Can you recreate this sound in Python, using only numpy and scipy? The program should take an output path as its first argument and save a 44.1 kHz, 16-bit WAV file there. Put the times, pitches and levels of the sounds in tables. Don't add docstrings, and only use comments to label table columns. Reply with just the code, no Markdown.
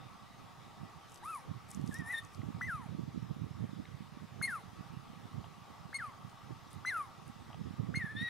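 import sys
import numpy as np
from scipy import signal
from scipy.fft import rfft, irfft, next_fast_len
from scipy.io import wavfile
from scipy.ndimage import uniform_filter1d, map_coordinates

SR = 44100
rng = np.random.default_rng(int(sys.argv[2]) if len(sys.argv) > 2 else 0)


def file_out(sig):
    cols = np.atleast_2d(sig).T
    lim = np.clip(cols, -1, 1)
    pcm = np.round(lim * 32767).astype(np.int16)
    wavfile.write(sys.argv[1], SR, pcm)


def amplitude_ratio(level_db):
    exponent = np.asarray(level_db, float) / 20
    return 10 ** exponent


N = 365588
SCOOP_S = .0065


def unit(x):
    return x / np.sqrt(np.mean(x ** 2) + 1e-20)


def along(points, hz):
    f, v = np.transpose(points)
    return np.interp(np.log(hz + 1), np.log(f + 1), v)


def wobble(rate, size=N):
    knots = rng.standard_normal(int(size * rate / SR) + 4)
    return map_coordinates(knots, [np.arange(size) * rate / SR])


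def filtered(x, response):
    m = next_fast_len(N + 8192)
    return irfft(rfft(x, m) * response(np.fft.rfftfreq(m, 1 / SR)), m)[..., :N]


def placed(x, balance):
    return filtered(x, lambda hz: amplitude_ratio(np.outer([.5, -.5], along(balance, hz))))


def add(track, s, sound):
    part = track[round(s * SR):][:len(sound)]
    part += sound[:len(part)]


def spread(events, width):
    power = np.zeros(N)
    for s, db, *_ in events:
        power[round(s * SR)] = amplitude_ratio(2 * db) * SR / 100
    box = int(width * SR)
    return np.sqrt(np.abs(uniform_filter1d(uniform_filter1d(power, box), box)))


def eddies():
    # (time [s], peak level [dB], frequency [Hz])
    strong = [(.834, -37, 173), (1.514, -31, 139), (1.777, -30.5, 212), (1.842, -28, 180),
              (1.893, -28, 206), (2.021, -33, 183), (2.435, -32, 244), (2.489, -29, 183), (2.951, -30, 190),
              (3.037, -32, 160), (3.178, -28, 190), (3.229, -30, 164), (3.315, -29.5, 166),
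              (3.42, -28.5, 142), (3.642, -26, 214), (3.801, -32.5, 200), (4.008, -34, 175),
              (4.413, -33.5, 154), (4.809, -34, 181), (4.973, -34, 153), (5.382, -32, 142),
              (6.251, -37.5, 171), (6.509, -34.5, 290), (6.765, -34, 124), (7.3, -38.5, 190),
              (7.616, -29.5, 164), (7.71, -33.5, 190), (7.893, -27.5, 182), (7.975, -27, 160),
              (8.216, -30, 189)]
    # (time [s], level [dB])
    gust_strength = [(0, -67), (.85, -61), (1.02, -76), (1.6, -74), (1.78, -51), (2.12, -66), (2.29, -68),
                     (2.4, -48.5), (3.3, -47.5), (4.2, -54), (4.32, -60), (4.7, -58), (5.1, -55),
                     (5.8, -61), (6.1, -66), (7.3, -63), (7.85, -49), (8.29, -47)]
    per_s = 18
    luck = rng.standard_normal((int(N / SR * per_s), 3))
    s = (np.arange(len(luck)) + .5 + .4 * luck[:, 0]) / per_s
    s = np.clip(s, .03, N / SR - .01)
    db = np.interp(s, *np.transpose(gust_strength)) + 13.5 + 2.2 * luck[:, 1]
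    hz = 175 * np.exp(.2 * luck[:, 2])
    return strong + list(zip(s, db, hz))


def wind():
    # (frequency [Hz], level [dB per Hz])
    churn_colour = [(15, -69), (25, -46.5), (92, -4.5), (118, -2), (205, -8), (692, -30.5), (800, -39.5),
                    (1040, -61), (1760, -120)]
    right = np.zeros(N)
    t = np.arange(-1024, 1024) / SR
    thumps = eddies()
    for (s, db, hz), (turn, snap) in zip(thumps, rng.random((len(thumps), 2))):
        swing = np.exp(-(t * hz / 0.69) ** 2) * np.cos(2 * np.pi * (hz * t + turn))
        edge = np.exp(-(t * hz / 0.3) ** 2) * np.cos(2 * np.pi * (1.59 * hz * t + snap))
        edge_gain = amplitude_ratio(0.67 * (db + 31) - 10.5)
        add(right, s + t[0], amplitude_ratio(db + 3.5) * (swing + edge_gain * edge))

    gust = spread(thumps, width=0.07) + amplitude_ratio(-54)
    churn = []
    for port in "LR":
        noise = filtered(rng.standard_normal(N), lambda hz: amplitude_ratio(along(churn_colour, hz)))
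        churn.append(unit(amplitude_ratio(4.37 * wobble(35)) * unit(noise)))
    right = filtered(right, lambda hz: hz ** 2 / (hz ** 2 + 45 ** 2))
    right += amplitude_ratio(-3.5) * gust ** 0.88 * amplitude_ratio(-6.5) * churn[1]
    leak = filtered(right, lambda hz: amplitude_ratio(-14) - amplitude_ratio(-2.0) * hz ** 2 / (hz ** 2 + 230 ** 2))
    left = leak + (amplitude_ratio(-22) * gust + amplitude_ratio(-73.5)) * churn[0]
    return np.array([left, right])


def forest(patchy_db=1.78):
    # (frequency [Hz], level [dB per Hz])
    rush_colour = [(250, -15), (600, -15), (1500, -16.5), (2600, -20.5), (3700, -20.5), (4500, -25.5),
                   (5000, -24), (7250, -31), (14800, -38.5), (15700, -39)]
    # (frequency [Hz], correlation [0-1])
    coherence = [(400, 0.26), (640, 0.73), (1400, 0.55), (3100, 0.67), (6800, .52), (15000, 0.18)]
    # (frequency [Hz], left over right [dB])
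    lean = [(400, 7), (700, -1), (1290, 2), (2400, -1), (4400, 1.5), (15000, 0)]
    # (centre [Hz], width [Hz], level [dB])
    hollows = [(720, 77, -11), (799, 45, -6), (919, 74, -6.5), (1141.4, 116, -3.5), (1292, 102, -8),
               (1948, 51, -14)]
    # (time [s], level [dB])
    swell_level = [(0, -0.5), (2.6, 0), (2.9, -4), (4.1, -4.5), (4.5, -0.5), (7.4, 0), (7.7, -2.5),
                   (8.29, -5.5)]

    def share(hz):
        turn = np.arccos(np.clip(along(coherence, hz), -1, 1)) / 2
        return np.array([np.cos(turn), np.sin(turn)])

    def rings(hz):
        return np.sqrt(sum(amplitude_ratio(2 * db) / (1 + (2 * (hz - c) / w) ** 4) for c, w, db in hollows))

    z = signal.stft(rng.standard_normal((2, 2, N)), nperseg=512)[2]
    patches = rng.standard_normal(z.shape[2:])
    patches = unit(uniform_filter1d(uniform_filter1d(patches, 4, 0), 12, 1))
    airy, hollow = signal.istft(z * amplitude_ratio(patchy_db * patches), nperseg=512)[1][..., :N]
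    swell = amplitude_ratio(np.interp(np.arange(N) / SR, *np.transpose(swell_level)))
    rush = filtered(airy, lambda hz: amplitude_ratio(along(rush_colour, hz)) * share(hz))
    ringing = filtered(hollow, lambda hz: rings(hz) * share(hz))
    mid, side = rush * swell ** 0.19 + swell * ringing
    return amplitude_ratio(-57.5) * placed(unit(np.array([mid + side, mid - side])), lean)


def resonances(modes, f):
    total = 0
    for k, (c, w, db) in enumerate(modes):
        total = total + (-1) ** k * amplitude_ratio(db) * 1j * f * w / (c * c - f * f + 1j * f * w)
    return total


def tick(modes, t60):
    t = np.arange(2048) / SR
    burst = rfft(rng.standard_normal(len(t)) * amplitude_ratio(-60 * t / t60))
    sound = irfft(burst * resonances(modes, np.fft.rfftfreq(len(t), 1 / SR)) ** 2)
    return sound / np.abs(sound).max()


def claws():
    # (time [s], peak level [dB], centre [Hz])
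    strikes = [(1.0964, -53, 6890), (1.1194, -46.5, 7770), (1.1438, -45, 7010), (1.159, -46, 5620),
               (1.1744, -50, 5150), (1.2516, -48, 10200), (1.706, -43, 10500), (1.714, -39, 7300),
               (1.7468, -40.5, 5800), (1.8143, -49.5, 5380), (1.8612, -57, 6830), (1.8756, -42, 5430),
               (1.9235, -50, 8510), (1.9422, -35, 7960), (1.986, -44, 5680), (2.2496, -45.5, 6300),
               (2.3474, -45.5, 4970), (6.2976, -52, 5150), (6.7305, -45, 9600), (7.2789, -51.5, 9090)]
    out = np.zeros(N)
    for s, db, hz in strikes:
        add(out, s, amplitude_ratio(db + 2.0) * tick([(hz, 0.57 * hz, 0)], t60=0.0084))
    grit = rng.standard_normal(N) * amplitude_ratio(3 * wobble(160))
    out += amplitude_ratio(-24) * unit(grit) * spread(strikes, width=.03) ** 0.8
    # (frequency [Hz], level [dB])
    bark = [(1500, -22), (4500, -4.5), (8000, 0.5), (11500, -0.5), (13000, -11), (16000, -18)]
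    return filtered(out, lambda hz: amplitude_ratio(along(bark, hz)))


def trees(x):
    t = np.arange(SR // 2) / SR
    tail = rng.standard_normal((2, len(t))) * amplitude_ratio(-60 * t / .45) * (t > .003)
    tail = tail / np.linalg.norm(tail[0])
    return amplitude_ratio(-19) * signal.fftconvolve(x[None], tail, axes=1)[:, :N]


def glide(t, held, top_hz, climb_hz, drop_hz, sag):
    drop_s, collapse_s = .035, .07
    after = np.clip(t - held, 0, None)
    overshoot = 70 * np.exp(-(t / SCOOP_S - 2) ** 2)
    scoop = overshoot - 850 * np.exp(-(t / SCOOP_S) ** 2)
    climb = climb_hz * np.clip(t / held, 0, 1) ** 3
    drop = drop_hz * (1 - np.exp(-(after / drop_s) ** 2))
    collapse = np.clip(t - t[-1] + collapse_s, 0, None) ** 2 / collapse_s
    return top_hz + scoop + climb - drop - sag * (after + collapse)


def calls():
    # (time [s], fundamental level [dB])
    effort = [
        [(2.611, -38.5), (2.645, -41), (2.66, -48.5), (2.685, -40), (2.712, -38), (2.752, -41), (2.79, -53),
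         (2.832, -57), (2.87, -61)],
        [(4.415, -35.5), (4.423, -54), (4.429, -35), (4.452, -31.5), (4.469, -51), (4.479, -37.5), (4.505, -42),
         (4.556, -38.5), (4.61, -62)],
        [(5.93, -44), (5.94, -54), (5.945, -39), (5.958, -38), (5.968, -41), (5.98, -63), (5.992, -42),
         (6.048, -43), (6.115, -59)],
        [(6.85, -35.5), (6.856, -43), (6.886, -35), (6.918, -41), (6.968, -35.5), (7.012, -40), (7.045, -54),
         (7.08, -61)],
        [(7.941, -42), (7.951, -42), (7.954, -52), (7.958, -38.5), (7.973, -37.5), (7.995, -46), (8.015, -38),
         (8.03, -39), (8.04, -47)],
    ]
    # (held [s], top [Hz], late climb [Hz], quick drop [Hz], slow sag [Hz per s])
    glides = [(.052, 1940, 160, 430, 4400), (.047, 2105, 65, 240, 6800), (.046, 2125, 75, 700, 3600),
              (.039, 1975, 145, 530, 3300), (.04, 2065, 95, 420, 50)]
    # (time [s], pitch [Hz], fundamental level [dB])
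    wavers = [
        [(1.912, 1800, -53), (1.93, 1640, -54), (1.95, 1803, -45), (1.986, 1924, -57.5), (2.003, 1893, -45),
         (2.022, 1780, -52)],
        [(2.04, 1790, -54), (2.073, 1810, -48.5), (2.107, 1946, -38.5), (2.126, 2003, -41.5),
         (2.138, 1814, -37), (2.153, 1842, -37.5), (2.162, 1827, -46), (2.191, 1830, -39), (2.206, 1790, -68)],
        [(8.048, 1780, -48), (8.058, 1825, -43), (8.085, 1640, -48), (8.105, 1800, -44), (8.145, 1693, -58),
         (8.168, 1777, -44.5), (8.2, 1817, -44), (8.229, 1918, -39.5), (8.287, 1884, -42)],
        [(1.225, 760, -55), (1.24, 973, -49.5), (1.262, 1214, -45.5), (1.3, 1350, -42.5), (1.325, 1276, -43.5),
         (1.352, 1180, -41.5), (1.38, 994, -49), (1.405, 770, -63)],
    ]
    attack_s, attack_db, release_s, release_db = .003, 33, .04, 11
    for k, rows in enumerate(effort + wavers):
        s, *hz, db = np.transpose(rows)
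        t = np.arange(s[0] - attack_s, s[-1] + release_s, 1 / SR)
        knots_db = np.r_[db[0] - attack_db, db, db[-1] - release_db]
        level = np.interp(t, np.r_[t[0], s, t[-1]], knots_db)
        pitch = np.interp(t, s, hz[0]) if hz else glide(t - t[0], *glides[k])
        yield t, pitch, level


def mouth(t, hz, level, opens, shuts, wide_db, bright_db, leak):
    # (frequency [Hz], level [dB])
    nose = [(1500, -18), (2100, -20), (2600, -26), (2900, -37), (3700, -29), (4100, -40)]
    inside = np.minimum(t - opens, shuts - t)
    before, since, after = (np.clip(v, 0, None) for v in (opens - t, t - opens, t - shuts))
    gape = wide_db - 1000 * (np.clip(.014 - inside, 0, None) + 4 * before)
    nasal_db = .6 * (level + 40) - 40 + along(nose, 2 * hz)
    octave_db = np.maximum(gape, nasal_db)
    open_db = np.maximum(bright_db - 11000 * before - 150 * since - 1300 * after, -85)
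    smoothed = 10 * np.log10(np.abs(uniform_filter1d(amplitude_ratio(2 * level), int(.025 * SR))) + 1e-12)
    onset_dip = 14 * np.exp(-((t - t[0]) / (2 * SCOOP_S)) ** 4)
    leak_db = uniform_filter1d(np.where(inside > 0, *leak), 300)
    hiss_db = leak_db + .75 * (smoothed + 40) - 40 - onset_dip
    return octave_db, open_db, hiss_db


def chirps(flutter_db=1.5, jitter=.005, streak=1.1):
    # (opens [s], shuts [s], octave level [dB], overtone level [dB])
    jaws = [(2.617, 2.688, -80, -59), (4.4255, 4.463, -43, -44), (5.944, 5.973, -42, -49),
            (6.859, 6.908, -48, -56.5), (7.954, 7.984, -45.5, -63), (1.945, 2.018, -72, -61),
            (2.13, 2.206, -51, -90), (8.156, 8.31, -49, -90), (1.265, 1.365, -61, -90)]
    # (mouth open [dB], mouth shut [dB])
    leaks = [(-32, -23), (-23, -21), (-22, -29), (-22, -23), (-24, -30), (-26, -27), (-19, -16), (-28, -29),
             (-18.5, -18.5)]
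    overtones = [(-4, -15, -18, -18, -24), (-14, -4.5, -1.5, -18, -27), (-15, 1.5, -12, -31, -32),
                 (0.5, -4, -2.5, -12, -26), (3, 1.5, 4, -27, -28), (-3, -20, -15, -15, -25)]
    hoarseness = [.07, .08, .07, .11, .15, .14, .14, .15, .05]
    # (frequency [Hz], level [dB])
    teeth = [(2500, -24), (6500, -14), (8300, -15), (8900, -9), (10500, -3), (11600, -13), (12300, -18),
             (14500, -22)]
    tone, air = np.zeros(N), np.zeros(N)
    shake, drift = wobble(1600), wobble(600)
    balances = overtones + overtones[-1:] * 3
    for (s, hz, first_db), jaw, leak, balance, rasp in zip(calls(), jaws, leaks, balances, hoarseness):
        t, hz, first_db = (v[s < (N - 1) / SR] for v in (s, hz, first_db))
        start = round(s[0] * SR)
        part = slice(start, start + len(t))
        octave_db, open_db, hiss_db = mouth(t, hz, first_db, *jaw, leak)
        open_db = open_db - 3 * np.clip(-70 - open_db, 0, None)
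        unsteady = 1 + jitter * (1 + 5 * rasp) * wobble(111.7, size=len(t))
        phase = 2 * np.pi * np.cumsum(hz * unsteady) / SR

        gains = [amplitude_ratio(first_db), amplitude_ratio(octave_db)] + [amplitude_ratio(open_db + db) for db in balance]
        gains[2] = gains[2] + amplitude_ratio(octave_db - 23)
        voice = 0
        for k, gain in enumerate(gains, 1):
            flutter = amplitude_ratio(flutter_db * min(k, 2) * wobble(130, size=len(t)))
            partial = np.sin(k * phase + rasp * k ** .5 * shake[part])
            voice = voice + np.sqrt(2) * gain * flutter * partial

        pulses = sum(np.cos(k * phase) * (k * hz < SR / 3) for k in range(1, 17))
        puffs = unit(pulses) * drift[part]
        edges = signal.windows.tukey(len(t), .02)
        parting = np.clip(np.gradient(open_db) * SR / 22000.0 - .3, 0, 1)
        pop = amplitude_ratio(open_db.max() - 13.0) * parting
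        add(tone, s[0], voice * edges + pop * np.diff(rng.standard_normal(len(t) + 1)))
        hiss = amplitude_ratio(hiss_db + 8.5 + 2.5 * wobble(47, size=len(t))) * edges
        add(air, s[0], hiss * (streak * puffs + rng.standard_normal(len(t))))
    hiss_colour = [(1200, -120)] + teeth + [(16000, -120)]
    return tone + filtered(air, lambda hz: amplitude_ratio(along(hiss_colour, hz)))


def creaks():
    # (time [s], peak level [dB], panel [0 or 1])
    slips = [
        (2.417, -47.5, 0),
        (3.854, -44, 0),
        (5.442, -40.5, 1),
        (7.502, -46, 1),
        (7.511, -46, 1),
        (7.53, -45, 1),
        (7.544, -42.5, 1),
    ]
    # (centre [Hz], width [Hz], level [dB])
    panels = [
        [(2010, 300, 5), (3940, 620, 0)],
        [(770, 310, 4), (3220, 520, -3.5)],
    ]
    out = np.zeros(N)
    for s, db, panel in slips:
        add(out, s, amplitude_ratio(db) * tick(panels[int(panel > .5)], t60=0.011))
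    return out


def scene():
    # (frequency [Hz], left over right [dB])
    facing = [(1500, 2), (2800, 2), (4200, 8.5), (6500, 3.5), (10000, 3)]
    animal = chirps() + claws()
    return placed(animal, facing) + trees(animal) + creaks() + wind() + forest()


def top_cut(x):
    return signal.sosfilt(signal.butter(12, 16100, fs=SR, output="sos"), x)


def record(dry):
    mix = filtered(dry, lambda hz: hz < 15720)
    return top_cut(mix)


dry = scene()
out = record(dry)
file_out(out)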